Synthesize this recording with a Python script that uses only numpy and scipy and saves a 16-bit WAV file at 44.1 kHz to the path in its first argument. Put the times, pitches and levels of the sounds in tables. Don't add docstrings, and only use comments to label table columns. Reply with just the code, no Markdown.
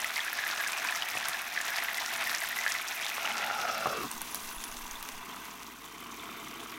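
import sys
import numpy as np
from scipy import signal
from scipy.fft import rfft, irfft, next_fast_len
from scipy.io import wavfile

SR = 44100
rng = np.random.default_rng(int(sys.argv[2]) if len(sys.argv) > 2 else 0)


def inscribe(sig):
    pcm = np.round(np.clip(np.atleast_2d(sig).T, -1, 1) * 32767)
    wavfile.write(sys.argv[1], SR, pcm.astype(np.int16))


N = 298998
TIME = np.arange(N) / SR

SWING_FROM_S, SWING_TAKES_S = 3.12, 0.28
HALF_OPEN_CM, SEAL_CM = 0.79, 0.093
BOUNCE_HALF_CM = 3.0


def from_db(db):
    return 10 ** (np.asarray(db) / 20)


def rms_one(x):
    return x / np.sqrt(np.mean(x ** 2) + 1e-20)


def in_time(rows):
    s, *columns = np.transpose(rows)
    return [np.interp(TIME, s, column) for column in columns]


def drift(rate):
    knots = rng.standard_normal(4096)
    return rms_one(np.interp(TIME * rate, np.arange(len(knots)), knots))


def ramp(start_s, takes_s):
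    return np.clip((TIME - start_s) / takes_s, 0, 1)


def rise_and_fall(start_s, rise_s, fall_s):
    return ramp(start_s, rise_s) - ramp(start_s + rise_s, fall_s)


def high_pass(x, hz, order=1):
    return signal.sosfilt(signal.butter(order, hz, "high", fs=SR, output="sos"), x)


def colour(x, spectrum):
    size = 2 * next_fast_len(N // 2 + SR // 4)
    hz, db = np.transpose(spectrum)
    bins = np.maximum(np.fft.rfftfreq(size, 1 / SR), 1)
    gain = from_db(np.interp(np.log(bins), np.log(hz), db))
    cepstrum = irfft(np.log(gain))
    cepstrum[1:size // 2] *= 2
    cepstrum[size // 2 + 1:] = 0
    response = np.exp(rfft(cepstrum))
    return rms_one(irfft(rfft(x, size) * response)[:N])


def resonance(hz, width_hz):
    r = np.exp(-np.pi * width_hz / SR)
    feed = (1 - r * r) / 2 * np.array([1, 0, -1])
    return feed, [1, -2 * r * np.cos(2 * np.pi * hz / SR), r * r]


def gliding_resonance(x, hz, width_hz, size=128):
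    out, state = np.zeros(N), np.zeros(2)
    for i in range(0, N, size):
        block = x[i:i + size]
        out[i:i + size], state = signal.lfilter(*resonance(hz[i], width_hz), block, zi=state)
    return rms_one(out)


def ring(hz, t60):
    t = TIME[:int(1.5 * t60 * SR) + 2]
    return np.sin(2 * np.pi * hz * t) * from_db(-60 * t / t60)


def add(track, s, sound):
    at = max(round(s * SR), 0)
    track[at:at + len(sound)] += sound[:max(N - at, 0)]


def bursts(per_s, low_hz, high_hz, damping, size_db, clump_db, largest, count=24):
    born = rng.random(N) < per_s / SR
    sizes = from_db(size_db * np.minimum(rng.exponential(1, N), largest) + clump_db * drift(70))
    clicks = born * sizes * rng.choice([-1, 1], N)
    dealt = rng.integers(0, count, N)
    pitches = np.geomspace(low_hz, min(high_hz, .4 * SR), count)
    out = np.zeros(N)
    for k, hz in enumerate(pitches):
        struck = clicks * (dealt == k) + 1e-18
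        out += signal.lfilter(*resonance(hz, damping * hz), struck)
    return rms_one(out)


def single_bursts(rows, swell):
    out = np.zeros(N)
    for s, db, hz, cycles in rows:
        volume = ring(hz, max(cycles, 2) / hz)
        volume = volume * (1 - np.exp(-TIME[:len(volume)] * hz / swell))
        pressure = np.diff(volume)
        add(out, s, from_db(db) * pressure / np.abs(pressure).max())
    return out


def echoes(x, decay_s, delay):
    t = TIME[:SR // 2]
    decay = from_db(-60 * t / decay_s) * (t > delay)
    noise = rng.standard_normal(len(t)) * decay
    tail = irfft(np.exp(1j * np.angle(rfft(noise))), len(t)) * decay ** .5
    return signal.fftconvolve(x, tail / np.linalg.norm(tail))[:N]


def lid_within(cm):
    # time in seconds, height above the rim in cm.
    lid_gap = [(3.1, 13), (3.3, 5.5), (3.45, 5), (3.65, 1.5), (3.82, 1), (3.89, 0.5), (3.98, 0.19),
               (4.04, 0.05), (4.08, 0)]
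    gap = np.maximum(in_time(lid_gap)[0], 0)
    return ramp(SWING_FROM_S, SWING_TAKES_S) * cm / (cm + gap)


def fat_bubbles(per_s, spread, size_db, cycles, count=2000):
    # time in seconds, pitch in Hz.
    bubble_pitch = [(0, 1970), (.62, 1645), (.76, 2280), (.87, 1640), (1.05, 1950), (1.7, 1816),
                    (2.7, 1887), (2.95, 2200), (3.25, 2610), (3.5, 1510)]
    chance = rng.random((count, 3))
    times = chance[:, 0] * N / SR
    hz = np.interp(times, *np.transpose(bubble_pitch)) * np.exp(spread * rng.standard_normal(count))
    db = size_db * np.minimum(-np.log(1 - chance[:, 1]), np.pi)
    born = chance[:, 2] < per_s * N / SR / count
    rows = np.column_stack([times, db, hz, np.full(count, cycles)])
    return rms_one(single_bursts(rows[born], swell=0.52))


def bubbling():
    # frequency in Hz, filter gain in dB.
    open_spectrum = [(60, -24), (130, -46), (200, -19), (290, -13.5), (440, -20), (520, -20), (660, -4),
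                     (900, -3.5), (1250, -3.5), (1700, -2), (2500, -2), (3000, -6.5), (3700, -6),
                     (4600, -13.5), (7000, -12.5), (15000, -27)]
    # frequency in Hz, filter gain in dB.
    covered_spectrum = [(60, -33), (120, -12.5), (180, -7.5), (230, 1.5), (330, -8.5), (465, -12.5),
                        (515, -25), (800, -6), (1000, 1.5), (1250, -2.5), (1380, -9), (1520, -3.5),
                        (1750, -11.5), (1950, -7), (2250, -11.5), (2750, -7.5), (3050, -19), (3500, -8.5),
                        (3750, -22), (4400, -28), (15000, -49)]
    # frequency in Hz, filter gain in dB.
    rolling_spectrum = [(60, -25), (120, -9.5), (180, -9.5), (240, 0.5), (350, -5.5), (465, -9),
                        (515, -24.5), (850, -7.5), (1120, -1.5), (1270, -5.5), (1500, -9), (1800, -14.5),
                        (2020, -10), (2400, -8), (2880, -17), (3120, -7.5), (3300, -18), (3500, -10.5),
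                        (3750, -16.5), (4400, -26), (15000, -44)]
    # frequency in Hz, width in Hz, relative level in dB.
    pan_modes = [(130, 29, -38), (239, 62, -23), (385, 40, -32.5), (452, 44, -34.5), (692, 48, -19),
                 (2600, 99, -29), (3520, 90, -22.5)]
    # Hz when closed, Hz when wide open, width in Hz, relative level in dB.
    air_modes = [(170, 910, 125, -3.0), (1085, 1390, 110, -1.8), (2200, 2320, 130, -17.5),
                 (2640, 2470, 67, -19.5)]
    closed, sealed = lid_within(HALF_OPEN_CM), lid_within(SEAL_CM)
    shut = lid_within(cm=0.45)
    rolling = ramp(start_s=5.56, takes_s=0.28)

    boil = bursts(per_s=4600, low_hz=333.0, high_hz=6000, damping=0.27,
                  size_db=4.0, clump_db=1.64, largest=3.9)
    simmer = bursts(per_s=6500, low_hz=335.0, high_hz=6000, damping=0.21,
                    size_db=4.0, clump_db=1.0, largest=4.16)
    deep = bursts(per_s=3000, low_hz=73.5, high_hz=309, damping=0.34,
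                  size_db=2.0, clump_db=0.5, largest=3.0, count=6)
    deep = from_db(-16.0 + 1 * rolling) * deep
    boil, simmer = boil + deep, simmer + deep

    drive = simmer + from_db(-0.5) * boil
    hollow = np.zeros(N)
    for closed_hz, open_hz, width_hz, db in air_modes:
        hz = np.sqrt(closed * closed_hz ** 2 + (1 - closed) * open_hz ** 2)
        hollow += from_db(db) * gliding_resonance(drive, hz, width_hz)
    ringing = from_db(18) * closed * (1 - sealed)

    pan = np.zeros(N)
    for hz, width_hz, db in pan_modes:
        pan += from_db(db) * rms_one(signal.lfilter(*resonance(hz, width_hz), simmer))

    fat = fat_bubbles(per_s=140, spread=0.169, size_db=1.8, cycles=40)
    open_pan = from_db(-1.3) * colour(boil, open_spectrum) + from_db(-5.2) * fat

    gentle_share, rolling_share = np.sqrt(1 - rolling), np.sqrt(rolling)
    covered = gentle_share * colour(simmer, covered_spectrum)
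    covered = covered + rolling_share * colour(simmer, rolling_spectrum)
    covered = covered / (gentle_share + rolling_share)
    blips = bursts(per_s=110, low_hz=1950, high_hz=3570, damping=0.029,
                   size_db=3.0, clump_db=0.0, largest=2.0, count=12)
    covered = covered + from_db(-10.5) * blips

    direct = np.sqrt(1 - shut) * open_pan + np.sqrt(shut) * from_db(-1.16) * covered
    heard = (direct + ringing * hollow) / np.sqrt(1 + ringing ** 2)
    heard = heard + from_db(-2.5 + 2.8 * shut) * pan
    seal_loss_db = 10 * sealed ** 2
    return from_db(-seal_loss_db) * heard


def crackle_level(vigour_db):
    usual_db, follows = -41, 0.98
    slit_loss_db, cover_loss_db, damp_loss_db = 4.5, 4.5, 8.5
    damp = 1 - np.exp(-np.maximum(TIME - 4.27, 0) / 1)
    slit = lid_within(HALF_OPEN_CM) * (1 - lid_within(SEAL_CM))
    cover = ramp(SWING_FROM_S, SWING_TAKES_S)
    level_db = usual_db + follows * (vigour_db - vigour_db.mean())
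    return level_db - slit_loss_db * slit - cover_loss_db * cover - damp_loss_db * damp


def crackling():
    # frequency in Hz, filter gain in dB.
    open_spectrum = [(300, -5.5), (1500, 8), (3200, -3.5), (4500, -2), (5700, 2), (7300, -4), (8800, -4.5),
                     (10800, -3.5), (13500, -2.5), (16000, -7.5)]
    # frequency in Hz, filter gain in dB.
    covered_spectrum = [(600, -0.5), (3500, 3.5), (4400, 0), (5300, 0), (5950, 4), (7000, 0), (8700, -2.5),
                        (10800, -2), (14500, -1), (16000, -2.5)]
    shut = lid_within(cm=0.12)
    ticks = bursts(per_s=2400, low_hz=3000, high_hz=13900, damping=0.19,
                   size_db=6.0, clump_db=2.0, largest=4.32, count=10)
    fizz = rng.standard_normal(N)
    flurry_db = 2.1 * np.minimum(drift(150), np.pi / 2)
    open_pan = colour((ticks + from_db(-2.0) * fizz) * from_db(flurry_db), open_spectrum)
    soft_ticks = bursts(per_s=2400, low_hz=3500, high_hz=14100, damping=0.13,
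                        size_db=6.0, clump_db=1.5, largest=3.7, count=10)
    covered = (soft_ticks + from_db(3.5) * fizz) * from_db(1.03 * flurry_db)
    covered = colour(covered, covered_spectrum)
    return np.sqrt(1 - shut) * open_pan + np.sqrt(shut) * from_db(1.0) * covered


def low_sounds():
    # time in seconds, rms level in dB.
    hum_level = [(3.6, -76), (3.9, -65.5), (6.7, -68.5)]
    # centre in seconds, relative level in dB, length (bell width) in seconds.
    air_puffs = [(4.184, -42, .02), (4.463, -42, 0.015), (4.58, -39, 0.0073), (4.707, -44, 0.0074),
                 (4.777, -43, 0.0074), (4.834, -40, 0.0088), (4.928, -41, .009), (5.006, -44, 0.01),
                 (5.16, -40, 0.018)]
    hum = rms_one(np.sin(2 * np.pi * 49.9 * TIME + .2 * drift(3.6)))
    puffs = np.zeros(N)
    for s, db, length_s in air_puffs:
        puffs += from_db(db) * np.exp(-.5 * ((TIME - s) / length_s) ** 2)
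    return from_db(in_time(hum_level)[0]) * hum + from_db(3.5) * high_pass(puffs, 12)


def small_spits(crackle_db, spread, count=200):
    per_s, over_crackle_db, spread_db, middle_hz = 19, 9.5, 2, 8500
    lid_loss_db = 4 * lid_within(HALF_OPEN_CM)
    chance = rng.random((count, 2))
    scatter = rng.uniform(-0.77, 1, (count, 2))
    times = chance[:, 0] * N / SR
    db = np.interp(times, TIME, crackle_db - lid_loss_db) + over_crackle_db + spread_db * scatter[:, 0]
    hz = middle_hz * np.exp(spread * scatter[:, 1])
    born = chance[:, 1] < per_s * N / SR / count
    return np.column_stack([times, db, hz])[born]


def spitting(crackle_db):
    # start in seconds, relative peak in dB, pitch of the snap in Hz.
    loud_spits = [(0.018, -22.5, 5770), (0.1603, -20.5, 4260), (0.512, -22, 4120), (0.5255, -28, 5300),
                  (0.612, -33, 3760), (0.873, -23, 4600), (0.909, -23, 8500), (1.256, -23, 6120),
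                  (1.2851, -16, 10200), (1.333, -23.5, 3540), (1.76, -22.5, 3870), (1.945, -23.5, 3850),
                  (2.061, -20.5, 5270), (2.2954, -21.5, 3700), (2.349, -16.5, 5100), (2.3831, -22.5, 5860),
                  (2.4045, -22, 9400), (2.4352, -22, 9000), (2.679, -21.5, 3600), (2.7211, -16.5, 5400),
                  (2.786, -25, 3660), (2.8847, -23, 5740), (3.0655, -20.5, 3500), (3.093, -28, 3590),
                  (3.37, -24, 4770), (3.381, -21.5, 5000)]
    drops = np.vstack([loud_spits, small_spits(crackle_db, spread=0.65)])
    snap = single_bursts([(s, db, hz, 7.0) for s, db, hz in drops], swell=0.28)
    crack = single_bursts([(s, db, 0.3 * hz, 3.6) for s, db, hz in drops], swell=0.5)
    return from_db(2.5) * snap + from_db(-9.5) * crack


def popping():
    # start in seconds, relative peak in dB,
    # pitch in Hz, ring in cycles (to -60 dB).
    large_bubbles = [(0.0447, -15.5, 1990, 20), (0.165, -21.5, 2060, 45), (0.1789, -18, 2160, 28),
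                     (0.1922, -19, 1880, 27), (0.204, -21.5, 3320, 48), (0.28, -20.5, 1650, 25),
                     (0.3298, -19.5, 1550, 15), (0.389, -19.5, 1700, 36), (0.4381, -21, 1660, 40),
                     (0.4666, -21, 1890, 45), (0.479, -24, 2260, 34), (0.5786, -22.5, 2730, 13),
                     (0.599, -23, 1640, 48), (0.61, -26, 1680, 48), (0.6636, -22.5, 1630, 65),
                     (0.733, -25, 2460, 65), (0.781, -29, 2580, 70), (0.82, -25, 1500, 50),
                     (0.849, -21, 1500, 33), (0.887, -19, 2450, 33), (0.8957, -22, 1680, 27),
                     (0.923, -25, 1745, 50), (1.0228, -16, 2950, 24), (1.0688, -26.5, 2000, 36),
                     (1.1398, -22, 2070, 27), (1.172, -19, 2570, 27), (1.231, -31, 1940, 55),
                     (1.345, -21, 1650, 29), (1.563, -22, 1890, 25), (1.5755, -15.5, 1730, 18),
                     (1.603, -19, 1690, 15), (1.7185, -25, 1690, 48), (1.7694, -23.5, 1710, 27),
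                     (1.785, -18, 1920, 16), (1.8, -26, 1930, 46), (1.823, -22, 1910, 33),
                     (1.8464, -21, 2760, 22), (1.8848, -19, 1960, 27), (1.982, -21.5, 2000, 32),
                     (2.224, -31, 2070, 54), (2.271, -27, 1960, 30), (2.282, -31, 1770, 60),
                     (2.3157, -21.5, 1550, 34), (2.331, -36, 1700, 49), (2.369, -29, 1760, 38),
                     (2.418, -25, 1980, 50), (2.438, -21.5, 1620, 24), (2.5284, -22.5, 1900, 30),
                     (2.5702, -26, 2000, 55), (2.587, -22, 2000, 60), (2.639, -24, 2090, 50),
                     (2.664, -12.5, 1620, 18), (2.6734, -18, 1630, 27), (2.682, -23, 1930, 50),
                     (2.7142, -25, 2050, 27), (2.7505, -18, 2030, 22), (2.7634, -22, 1950, 27),
                     (2.999, -24, 1860, 27), (3.034, -26, 3260, 40), (3.046, -25, 3500, 50),
                     (3.119, -28, 2300, 31), (3.181, -21, 1110, 6), (3.2483, -23, 1260, 15),
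                     (3.255, -21.5, 2870, 40), (3.275, -16.5, 2000, 9), (3.3072, -19, 2100, 18),
                     (3.317, -25, 3000, 49), (3.365, -30, 1360, 23), (3.397, -29, 820, 12),
                     (3.4326, -39, 1370, 23), (3.44, -25, 1870, 45), (3.501, -22, 1340, 14),
                     (3.511, -20.5, 1350, 15), (3.59, -26, 1350, 12), (3.652, -19.5, 1290, 13),
                     (3.752, -26, 1260, 18), (3.789, -27, 1270, 14), (3.93, -28, 1130, 25),
                     (4.955, -33, 3520, 90), (5.345, -32, 1240, 10), (6.0255, -34, 1100, 8.8),
                     (6.1022, -35, 1140, 16), (6.196, -35, 3500, 71), (6.2914, -30, 1180, 8),
                     (6.532, -34.5, 2290, 40), (6.552, -36, 3050, 40), (6.6595, -34, 1210, 19),
                     (6.7242, -34.5, 1130, 12)]
    rings = single_bursts(large_bubbles, swell=.35)
    slap = single_bursts([(s, db, 0.59 * hz, 4.0) for s, db, hz, _ in large_bubbles], swell=0.33)
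    slap_db = -13 + 16 * lid_within(BOUNCE_HALF_CM) * (1 - lid_within(SEAL_CM))
    return from_db(-2.5) * rings + from_db(slap_db) * slap


def knocks():
    # start in seconds,
    # relative level in dB, hardness of the contact as a low-pass cut-off in Hz.
    blows = [(1.153, -21, 900), (1.172, -21, 905), (1.183, -36, 130.6), (1.272, -36, 130),
             (1.294, -23, 400), (3.858, -12, 3000), (3.8633, -21, 3000), (3.8698, -13, 3000),
             (3.872, -11.5, 2500), (4.04, -12, 130)]
    # frequency in Hz, relative level in dB, t60 in seconds.
    pan_body = [(145, -30.5, 0.16), (232, -53, 0.038), (748, -16, 0.11), (816, -16.5, 0.027),
                (1155, -5.5, 0.02), (1400, -36, .01)]
    out = np.zeros(N)
    for s, db, contact_hz in blows:
        blow = np.zeros(SR // 4)
        for hz, mode_db, t60 in pan_body:
            add(blow, 0, from_db(db + mode_db) * ring(hz, t60))
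        contact = signal.butter(1, contact_hz, fs=SR, output="sos")
        add(out, s, signal.sosfilt(contact, blow))
    return high_pass(out, 130, order=3)


def across_pan(x, count=3):
    open_hz, closed_hz = 687, 645
    closed, unsealed = lid_within(HALF_OPEN_CM), 1 - lid_within(SEAL_CM)
    kept = np.clip(0.46 * lid_within(BOUNCE_HALF_CM) * unsealed, 0, .9)
    trip_s = 1 / (open_hz + closed * (closed_hz - open_hz))
    out, bounce = x, x
    for _ in range(count):
        treble = high_pass(bounce, 1900)
        bounce = kept * np.interp(TIME - trip_s, TIME, treble)
        out = out + bounce
    return out * np.sqrt(1 - kept ** 2)


def escaping_steam():
    # start, rise and fall in seconds, pitch in Hz,
    # level at the height of the swell in dB.
    hisses = [(3.3, 0.43, 0.27, 5450, -47), (3.895, 0.023, 0.022, 5750, -39.5),
              (4.0, 0.57, 0.34, 10400, -52)]
    jet = rng.standard_normal(N) * from_db(6.4 * drift(150))
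    out = np.zeros(N)
    for start_s, rise_s, fall_s, hz, db in hisses:
        slit = resonance(hz, width_hz=1400)
        hiss = rms_one(signal.lfilter(*slit, signal.lfilter(*slit, jet)))
        out += from_db(db) * rise_and_fall(start_s, rise_s, fall_s) * hiss
    return out


def lid_ticks(rattle_t60, rattle_low_hz, rattle_high_hz):
    # start in seconds, peak of the snap in dB, pitch in Hz,
    # ring in cycles (to -60 dB), relative level of the rattle in dB.
    lid_drops = [(4.1147, -17, 8650, 11, -33), (4.2173, -16, 10100, 8.3, -32),
                 (4.346, -14.5, 11500, 12, -26.5), (4.3568, -21.5, 6000, 9.6, -37),
                 (4.3604, -27, 10500, 10, -42), (4.6396, -19.5, 5730, 4.8, -29.5),
                 (4.769, -28, 4500, 5, -38), (4.9115, -26.5, 6350, 42, -51), (5.0272, -22, 11800, 11, -34),
                 (5.0888, -24, 5200, 4, -32), (5.4535, -28, 12000, 8, -39), (5.632, -30, 6000, 4, -41),
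                 (5.843, -35, 6000, 4.8, -42)]
    rattle, t = np.zeros(N), TIME[:SR // 20]
    for s, _, _, _, db in lid_drops:
        add(rattle, s, from_db(db - 60 * t / rattle_t60) * rng.standard_normal(len(t)))
    body = signal.butter(1, [rattle_low_hz, rattle_high_hz], "band", fs=SR, output="sos")
    snaps = single_bursts([row[:4] for row in lid_drops], swell=0.15)
    return snaps + from_db(5.0) * signal.sosfilt(body, rattle)


def scene():
    # time in seconds, relative level of the bubbling in dB.
    vigour = [(0, -36), (0.28, -36.5), (0.5, -35.5), (0.87, -34.5), (1.08, -36), (1.26, -35.5),
              (1.43, -37.5), (1.75, -35), (2.05, -35.5), (2.3, -33.5), (2.48, -36.5), (2.67, -35.5),
              (2.83, -37), (3.3, -35), (3.9, -34), (5.35, -33), (5.8, -36.5), (6.25, -33)]
    vigour_db, = in_time(vigour)
    crackle_db = crackle_level(vigour_db)
    pops = popping() + spitting(crackle_db)
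    pops = pops + from_db(-6.5) * echoes(pops, decay_s=0.022, delay=0.00145)
    boil = from_db(vigour_db - 1.46) * bubbling()
    crackle = from_db(crackle_db) * crackling()
    pan = across_pan(boil + crackle + pops) + escaping_steam() + knocks()
    pan = pan + lid_ticks(rattle_t60=0.016, rattle_low_hz=800, rattle_high_hz=5000)
    kitchen = from_db(-14.5) * echoes(pan, decay_s=0.32, delay=0.0067)
    return np.tile(pan + kitchen + low_sounds(), (2, 1))


def record(dry):
    return signal.sosfilt(signal.ellip(10, .2, 70, 15900, fs=SR, output="sos"), dry)


dry = scene()
out = record(dry)
inscribe(out)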